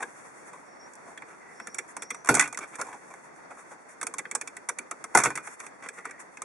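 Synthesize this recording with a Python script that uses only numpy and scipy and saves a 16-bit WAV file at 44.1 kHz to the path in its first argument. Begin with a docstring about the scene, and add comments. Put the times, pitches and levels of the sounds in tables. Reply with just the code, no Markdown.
"""A short rub and a dry click, close by in a parked car: a hand is prying the dashboard's plastic surround.
Fingers slide on the plastic, a sleeve rustles, and a soft wash of outdoor noise seeps into the cabin.
The strained clips creep by stick-slip friction, each slip a click; faint thin whistles come and go.
Twice the clips let go with a snap that excites the panel's modes and sets it clattering on the dash."""
import sys
import numpy as np
from scipy import signal
from scipy.fft import rfft, irfft
from scipy.io import wavfile
from scipy.ndimage import uniform_filter1d

SR = 44100
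rng = np.random.default_rng(int(sys.argv[2]) if len(sys.argv) > 2 else 0)


def log_audio(samples):
    """Write samples as a 16-bit WAV file to the path given in sys.argv[1]."""
    # one column per channel
    frames = np.atleast_2d(samples).T
    # limit to full scale, then quantise
    limited = np.clip(frames, -1, 1)
    pcm = np.round(limited * 32767).astype(np.int16)
    wavfile.write(sys.argv[1], SR, pcm)


N = 284004
EVENT_SIZE = 16384  # samples in one rub, click or snap
T = np.arange(EVENT_SIZE) / SR
TICK_SHARE = 0.7  # the bright tick is driven only during this first share of a slip

# Spectra of a slip's bright tick and of the dash's soft answer. Each row: frequency in Hz, gain in dB.
TICK_SPECTRUM = [(1500, -39.5), (2800, -14), (3600, -8), (4600, -11.5), (5800, 0), (7000, 1.5), (9700, 0.5),
                 (10800, -8), (11600, -13.5), (12500, -58), (15000, -26)]
SOFT_THUD_SPECTRUM = [(40, -37), (140, -17), (280, -2.5), (400, -1), (480, 1.5), (560, -10.5), (900, -42)]
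# Coherence between the ears, for the dash and for diffuse sound. Each row: frequency in Hz, correlation.
DASH_COHERENCE = [(100, .96), (700, .94), (1400, .85), (2300, .75), (4000, .5), (11000, .5)]
DIFFUSE_COHERENCE = [(50, 0.28), (130, 0.1), (300, 0.033), (600, 0.018), (1200, 0.022), (3000, 0.033),
                     (10000, 0.16)]


def amp(db):
    """Amplitude ratio of a level in decibels."""
    return 10 ** (np.asarray(db) / 20)


def unit_rms(x):
    """Normalises a signal to unit mean power."""
    return x / np.sqrt(np.mean(x ** 2) + 1e-20)


def at_level(x, db, count=441):
    """Sets the RMS level of the first count samples, averaged to mono."""
    return x * amp(db) / np.sqrt(np.mean(x.mean(0)[:count] ** 2) + 1e-20)


def curve(points, hz):
    """Interpolates a table along a logarithmic frequency axis."""
    table_hz, value = np.transpose(points)
    return np.interp(np.log(hz + 1), np.log(table_hz + 1), value)


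def peaks(rows, hz):
    """Bell-shaped bands in dB. Each row: centre in Hz, width in Hz, height in dB."""
    return sum(db * np.exp(-((hz - centre_hz) / width) ** 2) for centre_hz, width, db in rows)


def add(mix, start, sound):
    """Superposes a sound on the mix from start seconds on."""
    part = mix[:, max(round(start * SR), 0):][:, :sound.shape[1]]
    part += sound[:, :part.shape[1]]


def noise(size, coherence=DASH_COHERENCE):
    """Partly coherent stereo white noise: the ratio of mid to side sets the correlation."""
    a, b = rfft(rng.standard_normal((2, size)))
    same = np.clip(curve(coherence, np.fft.rfftfreq(size, 1 / SR)), -.99, .99)
    mid, side = a * np.sqrt((1 + same) / 2), b * np.sqrt((1 - same) / 2)
    return irfft(np.array([mid + side, mid - side]), size)


def colour(x, db_at):
    """Minimum-phase filter: its phase follows from the gain db_at(hz) by the Hilbert transform."""
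    log_gain = np.log(amp(db_at(abs(np.fft.fftfreq(EVENT_SIZE // 4, 1 / SR)))))
    response = np.exp(np.conj(signal.hilbert(log_gain)))
    taps = np.fft.ifft(response).real[:EVENT_SIZE // 8]
    return signal.fftconvolve(x, taps[None], axes=1)[:, :x.shape[1]]


def flutter(seconds):
    """Random modulation of unit RMS, smoothed over the given time."""
    size = max(int(seconds * SR), 1)
    return unit_rms(uniform_filter1d(uniform_filter1d(rng.standard_normal(N), size), size))


def modal_ripple(spacing_hz, depth_db):
    """Modal coupling: each spot of the plastic favours some resonances and misses others."""
    grid = np.arange(256) * spacing_hz
    bumps_db = depth_db * np.clip(rng.standard_normal(256), -2, 2)
    return lambda hz: np.interp(hz, grid, bumps_db)


def knock_colour(centre_hz, lean_db=7, boost_db=6.0, width_octaves=0.16, usual_hz=1400):
    """Local resonance: one peak dominates, and a stiffer, higher spot tilts the spectrum to the treble."""
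    # The plastic's knock. Each row: frequency in Hz, gain in dB.
    spectrum = [(200, -38), (480, -13.5), (690, -3), (880, 1), (1200, 2.5), (1500, 2), (1800, -0.5),
                (2300, 3), (2700, -10.5), (3500, -15.5), (5000, -29.5), (9000, -66)]
    db_per_octave = lean_db * np.log2(centre_hz / usual_hz)
    ripple = modal_ripple(spacing_hz=117.8, depth_db=4.0)
    resonance = [(centre_hz, centre_hz * (2 ** width_octaves - 1), boost_db)]
    return lambda hz: (curve(spectrum, hz) + db_per_octave * np.log2(np.clip(hz, 600, 3500) / usual_hz)
                       + peaks(resonance, hz) + ripple(hz))


def rubs(slips_per_s=500, grain_db=4, steady_power=0.44, grain_s=0.0043, release_t60=0.089):
    """Sliding friction: skin or plastic on plastic drives the panel with a shower of tiny slips."""
    # Each row: start in seconds, length in seconds, relative level in dB, strongest resonance in Hz.
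    strokes = [(0.0, 0.049, -39, 1110), (0.529, 0.039, -47.5, 1080), (1.053, 0.1, -52.5, 900),
               (1.279, 0.12, -55.5, 1380), (2.603, 0.066, -42, 1480), (2.729, 0.045, -48.5, 1370),
               (2.784, 0.044, -36.5, 1040), (2.837, 0.19, -47.5, 1080), (3.101, 0.04, -48.5, 1020),
               (3.502, 0.011, -47, 910), (3.57, 0.058, -52, 1060), (3.708, 0.025, -47, 910),
               (5.142, 0.011, -38, 920), (5.629, 0.02, -48.5, 1080), (5.822, 0.068, -44, 1410),
               (5.97, 0.03, -44, 1300), (6.042, 0.095, -50.5, 1370)]
    out = np.zeros((2, N))
    for start, length, db, centre_hz in strokes:
        slipping = rng.random(EVENT_SIZE) < slips_per_s / SR
        slips = slipping * amp(grain_db * np.minimum(rng.exponential(1, EVENT_SIZE), 3))
        slip_power = signal.lfilter([1], [1, -np.exp(-1 / (grain_s * SR))], slips ** 2)
        attack = np.minimum(T / (0.033 * length), 1)
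        release = amp(-60 * np.maximum(T - 0.59 * length, 0) / release_t60)
        friction = noise(EVENT_SIZE) * np.sqrt(steady_power + slip_power) * attack * release
        body = colour(friction, knock_colour(centre_hz, lean_db=15.5, boost_db=4.5))
        hiss = colour(friction, lambda hz: curve(TICK_SPECTRUM, hz))
        thud = colour(friction, lambda hz: curve(SOFT_THUD_SPECTRUM, hz))
        for part, offset_db in (body, -0.5), (hiss, -13.5), (thud, -10):
            add(out, start, at_level(part, db + offset_db, int(length * SR)))
    return out


def sleeve_rustle(attack_s=0.014, sag_db=6.5, release_s=0.025, rest_db=-67, gain_db=4.5):
    """Cloth friction: each brush of the sleeve starts quickly, slows and stops; their powers add."""
    # Each row: start in seconds, length in seconds, relative level in dB.
    brushes = [(0.0, 0.67, -57.5), (1.037, 0.81, -68.5), (1.873, 0.042, -51), (2.666, 0.49, -57),
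               (3.535, 0.21, -57), (3.88, 0.06, -54), (5.422, 0.12, -48.5), (5.588, 0.1, -51.5),
               (5.924, 0.14, -57.5), (6.19, 0.022, -45)]
    # Rubbing cloth. Each row: frequency in Hz, relative spectral density in dB.
    spectrum = [(40, -40), (300, -19), (1000, 5), (2000, 5.5), (3000, -13.5), (4500, -20.5), (6000, -4),
                (9500, -2.5), (11000, -10), (12000, -27)]
    t, power = np.arange(N) / SR, amp(rest_db) ** 2
    for start, length, db in brushes:
        age = t - start
        moving = np.clip(age / attack_s, 0, 1) * np.clip(1 - (age - length) / release_s, 0, 1)
        power = power + (moving * amp(db - sag_db * np.clip(age / length, 0, 1))) ** 2
    cloth = unit_rms(colour(noise(N, DIFFUSE_COHERENCE), lambda hz: curve(spectrum, hz)))
    return cloth * np.sqrt(power) * amp(gain_db + 2.5 * flutter(0.033))


def outdoor_wash(start_db=-50, ebb_db_per_s=0.24, flutter_db=1.4):
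    """A diffuse field: outdoor noise seeps in from all sides and slowly ebbs."""
    # Outdoor noise inside the car. Each row: frequency in Hz, relative spectral density in dB.
    spectrum = [(20, -51), (48, -14.5), (95, -17.5), (140, -3.5), (260, 0.5), (450, 2), (600, 1.5),
                (950, 2), (1400, -1), (2100, -3.5), (2700, -18.5), (3500, -23), (6000, -18.5),
                (10000, -31.5), (12000, -49)]
    wash = unit_rms(colour(noise(N, DIFFUSE_COHERENCE), lambda hz: curve(spectrum, hz)))
    return wash * amp(start_db - ebb_db_per_s * np.arange(N) / SR + flutter_db * flutter(0.025))


def cabin_echo(x, onset_s=0.0041):
    """Reverberation: glass and upholstery return a short, dense, exponentially decaying tail."""
    # Each row: frequency in Hz, reverberation time in seconds.
    decay_times = [(150, 0.37), (400, 0.3), (1000, 0.14), (2300, 0.082), (6000, 0.17), (11000, 0.12)]
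    hz, t, spectra = signal.stft(noise(EVENT_SIZE), SR, nperseg=256)
    decay = amp(-60 * t / curve(decay_times, hz)[:, None])
    tail = signal.istft(spectra * decay, SR, nperseg=256)[1][:, :EVENT_SIZE]
    tail = tail * np.clip(T / onset_s - 1, 0, 1)
    return signal.fftconvolve(x, tail / np.linalg.norm(tail[0]), axes=1)[:, :N]


def burst(slip_s, rise_s, t60):
    return noise(EVENT_SIZE) * (1 - np.exp(-T / rise_s)) * amp(-60 * np.maximum(T - slip_s, 0) / t60)


def tick_colour():
    """Resonance of the retaining clips puts narrow peaks on the bright part of a blow."""
    # Each row: frequency in Hz, width in Hz, gain in dB.
    clip_resonances = [(3630, 380, -3), (6010, 99, 1.5), (6500, 45, 1.5), (8020, 67, 5.5),
                       (10000, 160, 2.5)]
    ripple = modal_ripple(spacing_hz=260, depth_db=3)
    return lambda hz: curve(TICK_SPECTRUM, hz) + peaks(clip_resonances, hz) + ripple(hz)


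def panel_ring(centre_hz, damping, off_centre_db=7):
    """Damped modes: a blow best excites those near its own pitch; strain and grip shorten them."""
    # Each row: frequency in Hz, relative level in dB, seconds to fall 60 dB at a damping of 1.
    modes = [(165, -15.5, 0.3), (231, -33, 0.28), (297, 8, .3), (374, -2.5, 0.27), (424.4, 5, 0.44),
             (623, -29, 0.29), (723, 7, 0.12), (700, 2, 0.36), (926, 11.5, 0.17), (1015, -8, 0.76),
             (1066, -11, 0.15), (1225, -7, 1), (1470, -27, 0.17), (1483, 17, 0.25), (1537, 14, 0.17),
             (1820, -19, 0.13), (2020, 25.5, 0.06), (2200, -19, .25), (2430, 1, 0.75)]
    hz, db, t60 = np.transpose(modes)[:, :, None]
    scatter, phase, spread = rng.standard_normal((3, len(modes), 1))
    db = db + 2 * scatter - off_centre_db * np.minimum(abs(np.log2(hz / centre_hz)), 1)
    envelope = amp(db - 60 * T * damping / t60) * (1 - np.exp(-T / 0.0037))
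    angle = 2 * np.pi * (hz * T + phase)
    return np.array([(envelope * np.sin(angle + 0.3 * side * spread)).sum(0) for side in (-1, 1)])


def clicks(usual_slip_s=0.0014, usual_db=-39, doubling_db=2.5):
    """Stick-slip of the strained clips: a tick, a knock, a brief ring and the dash's late, soft thud."""
    # Each row: start in seconds, reference level in dB, tick above it in dB, strongest resonance in Hz.
    slips = [(0.0258, -33, -9, 1670), (0.935, -59.5, 6.5, 890), (0.953, -64, 9, 900),
             (1.175, -43, -9, 3150), (1.2204, -43, -17, 1940), (1.599, -39, -16.5, 1700),
             (1.671, -40.5, -2, 1900), (1.7446, -46.5, 7.5, 1550), (1.784, -33.5, 0.5, 2100),
             (1.9661, -38, -2, 1060), (2.0211, -40.5, 2, 1890), (2.0306, -49, 5, 1500),
             (2.104, -33.5, -3, 2300), (2.1453, -42.5, -2.5, 1170), (2.246, -44, -2.5, 1190),
             (2.258, -43, -2, 990), (2.272, -35.5, -4, 1210), (2.5267, -41.5, -0.5, 1230),
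             (2.5452, -41.5, -3, 2090), (2.5732, -37, 0, 2040), (2.5877, -39, 0, 1280),
             (2.7551, -49, 5.5, 1600), (2.8121, -34, 0, 1410), (2.9271, -45, -12.5, 1570),
             (3.1379, -45.5, -11, 920), (4.0127, -36.5, -1, 1570), (4.0286, -35, 1, 1170),
             (4.0675, -37, 3.5, 1460), (4.1385, -38.5, -0.5, 1070), (4.183, -39, 5, 2150),
             (4.19, -36.5, -1, 2000), (4.2527, -39, -27, 1770), (4.312, -38, 2.5, 2300),
             (4.35, -33.5, 7, 1210), (4.4119, -38, 2, 2270), (4.4741, -41.5, 1.5, 2380),
             (4.567, -43, -0.5, 2060), (4.6878, -32.5, 3, 1340), (4.7854, -36.5, 0.5, 2330),
             (4.911, -35.5, -2, 1300), (5.0403, -39, 0.5, 1160), (5.473, -39.5, -6.5, 1440),
             (5.6014, -44, -0.5, 2340), (5.665, -46.5, 0, 2340), (5.8871, -39.5, -1.5, 2230),
             (6.0527, -35.5, -9.5, 1160), (6.109, -45, -3.5, 1700), (6.371, -44.5, -7, 2470),
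             (6.4187, -38.5, 1.5, 1230)]
    out = np.zeros((2, N))
    for start, db, tick_db, centre_hz in slips:
        slip_s = usual_slip_s * 2 ** ((db - usual_db) / doubling_db)  # stronger slips last longer
        tick = colour(burst(slip_s * TICK_SHARE, rise_s=0.00021, t60=0.031), tick_colour())
        knock = colour(burst(slip_s, rise_s=0.00056, t60=0.042), knock_colour(centre_hz))
        thud = colour(burst(0.0075, rise_s=0.0024, t60=0.064), lambda hz: curve(SOFT_THUD_SPECTRUM, hz))
        ring = panel_ring(centre_hz, damping=2.6)
        add(out, start, at_level(tick, db + tick_db) + at_level(knock, db + 1.5) + at_level(ring, db - 14))
        add(out, start + 0.00891, at_level(thud, db - 15, count=882))
    return out


def whistles(jitter_hz=150, waver_db=3):
    """Random frequency and amplitude modulation roughens thin tones that swell, glide and fade."""
    # Each row: start and end in seconds, first and last pitch in Hz, relative level in dB.
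    glides = [(0.638, 0.797, 5560, 5480, -66), (0.77, 0.898, 5500, 5680, -57),
              (1.361, 1.592, 2074, 1908, -54), (1.486, 1.912, 5380, 5820, -59.5),
              (1.943, 2.271, 5460, 6000, -54.5), (5.848, 6.326, 2004, 1856, -53.5)]
    out, jitter = np.zeros((2, N)), flutter(0.00051)
    for start, end, first_hz, last_hz, db in glides:
        stray_hz = jitter_hz * jitter[int(start * SR):][:int((end - start) * SR)]
        cycles = np.cumsum(np.linspace(first_hz, last_hz, len(stray_hz)) + stray_hz) / SR
        tone = np.sqrt(2) * np.cos(2 * np.pi * cycles) * signal.windows.tukey(len(cycles), .8)
        add(out, start, amp(db - 1) * np.array([tone, tone]))
    return out * amp(waver_db * flutter(0.0069))


def rebounding_blows(first_gap_s=0.0135, gap_growth=1.08, loss_db=4.5, dulling_db=2.5):
    """Inelastic rebound: while a blow's rattle lasts, the loose panel strikes again, weaker and duller."""
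    # A clip lets go or the freed panel hits the dash. Each row: start in seconds, reference level in dB,
    # thud and tick above it in dB, strongest resonance in Hz, length of the rattle in seconds.
    blows = [(2.2884, -16.5, -8, -6.5, 930, 0), (2.3414, -30, -10, 4.5, 1010, 0),
             (2.3503, -30, -10.5, 9, 1420, 0), (2.368, -27.5, -14.5, -6, 1160, 0.02),
             (2.395, -21, -29, 1, 1840, 0.072), (2.4756, -43.5, -19, 1.5, 1250, 0),
             (5.149, -15.5, -10, -5.5, 810, 0), (5.1729, -20.5, -16.5, 0.5, 1110, 0.054),
             (5.236, -26.5, -18, 3, 1250, 0.02), (5.257, -23.5, -12.5, -8.5, 1360, 0),
             (5.303, -36, -14, -7.5, 1120, 0), (5.3542, -38.5, -12, 2.5, 1910, 0),
             (5.374, -33.5, -27, -7, 1350, 0)]
    delays = np.append(0, np.cumsum(first_gap_s * gap_growth ** np.arange(8)))
    return [(start + delay, db - k * loss_db, thud_db, tick_db - k * dulling_db, centre_hz)
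            for start, db, thud_db, tick_db, centre_hz, rattle_s in blows
            for k, delay in enumerate(delays) if delay <= rattle_s]


def snaps(usual_release_s=0.003, usual_hz=970):
    """Sudden release of elastic energy: a crack, a freer ring of the panel, and the hollow dash's thud."""
    # The hollow dash. Each row: frequency in Hz, gain in dB.
    thud_spectrum = [(25, -30), (60, -20), (100, -16), (135, -4.5), (220, -4), (420, -2), (600, -12.5),
                     (900, -26)]
    out = np.zeros((2, N))
    for start, db, thud_db, tick_db, centre_hz in rebounding_blows():
        slip_s = usual_release_s * (usual_hz / centre_hz) ** 1.5  # stiffer spots let go sooner
        tick = colour(burst(slip_s * TICK_SHARE, rise_s=0.00016, t60=0.042), tick_colour())
        crack = burst(slip_s, rise_s=0.00018, t60=0.067)
        knock = colour(crack, knock_colour(centre_hz, lean_db=11.0, boost_db=3.5))
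        thud = colour(burst(0.0044, rise_s=0.0056, t60=0.13), lambda hz: curve(thud_spectrum, hz))
        ring = panel_ring(centre_hz, damping=1.57)
        add(out, start, at_level(tick, db + tick_db) + at_level(knock, db + 2) + at_level(ring, db - 8))
        add(out, start + 0.0018, at_level(thud, db + thud_db, count=882))
    return out


def scene(creep_echo_db=-21, snap_echo_db=-14):
    """Superposition: the plastic and its echo, placed by level difference, over the quiet background."""
    # Level difference between the ears. Each row: frequency in Hz, left minus right in dB.
    balance = [(100, -1), (1100, 1), (2000, -2.5), (3600, 0), (6500, -4.5), (11500, -5)]
    creep, snapping = clicks() + rubs(), snaps()
    plastic = creep + snapping + cabin_echo(amp(creep_echo_db) * creep + amp(snap_echo_db) * snapping)
    balance_db = curve(balance, np.fft.rfftfreq(N, 1 / SR))
    plastic = irfft(rfft(plastic) * amp(np.outer([.5, -.5], balance_db)), N)
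    return plastic + outdoor_wash() + sleeve_rustle() + whistles()


def record(dry, ceiling=.85, bass_hz=32, top_hz=11200, edge_hz=12400, fall_db_per_hz=0.02):
    """Microphone response: notched treble, thinned extremes, soft saturation and a band limit."""
    # Notches cut by the microphone's housing. Each row: frequency in Hz, width in Hz, depth in dB.
    dips = [(3025, 190, 15.5), (4034, 228, 13), (5010, 194, 12.5)]
    notched = colour(dry, lambda hz: -peaks(dips, hz)
                     - fall_db_per_hz * np.clip(hz - top_hz, 0, edge_hz - top_hz))
    thinned = signal.sosfilt(signal.butter(2, bass_hz, "high", fs=SR, output="sos"), notched)
    rounded = thinned / (1 + (thinned / ceiling) ** 4) ** (1 / 4)
    band_limit = signal.firwin(255, edge_hz, window=("kaiser", 8), fs=SR)
    return signal.oaconvolve(rounded, band_limit[None], "same")


dry = scene()
out = record(dry)
log_audio(out)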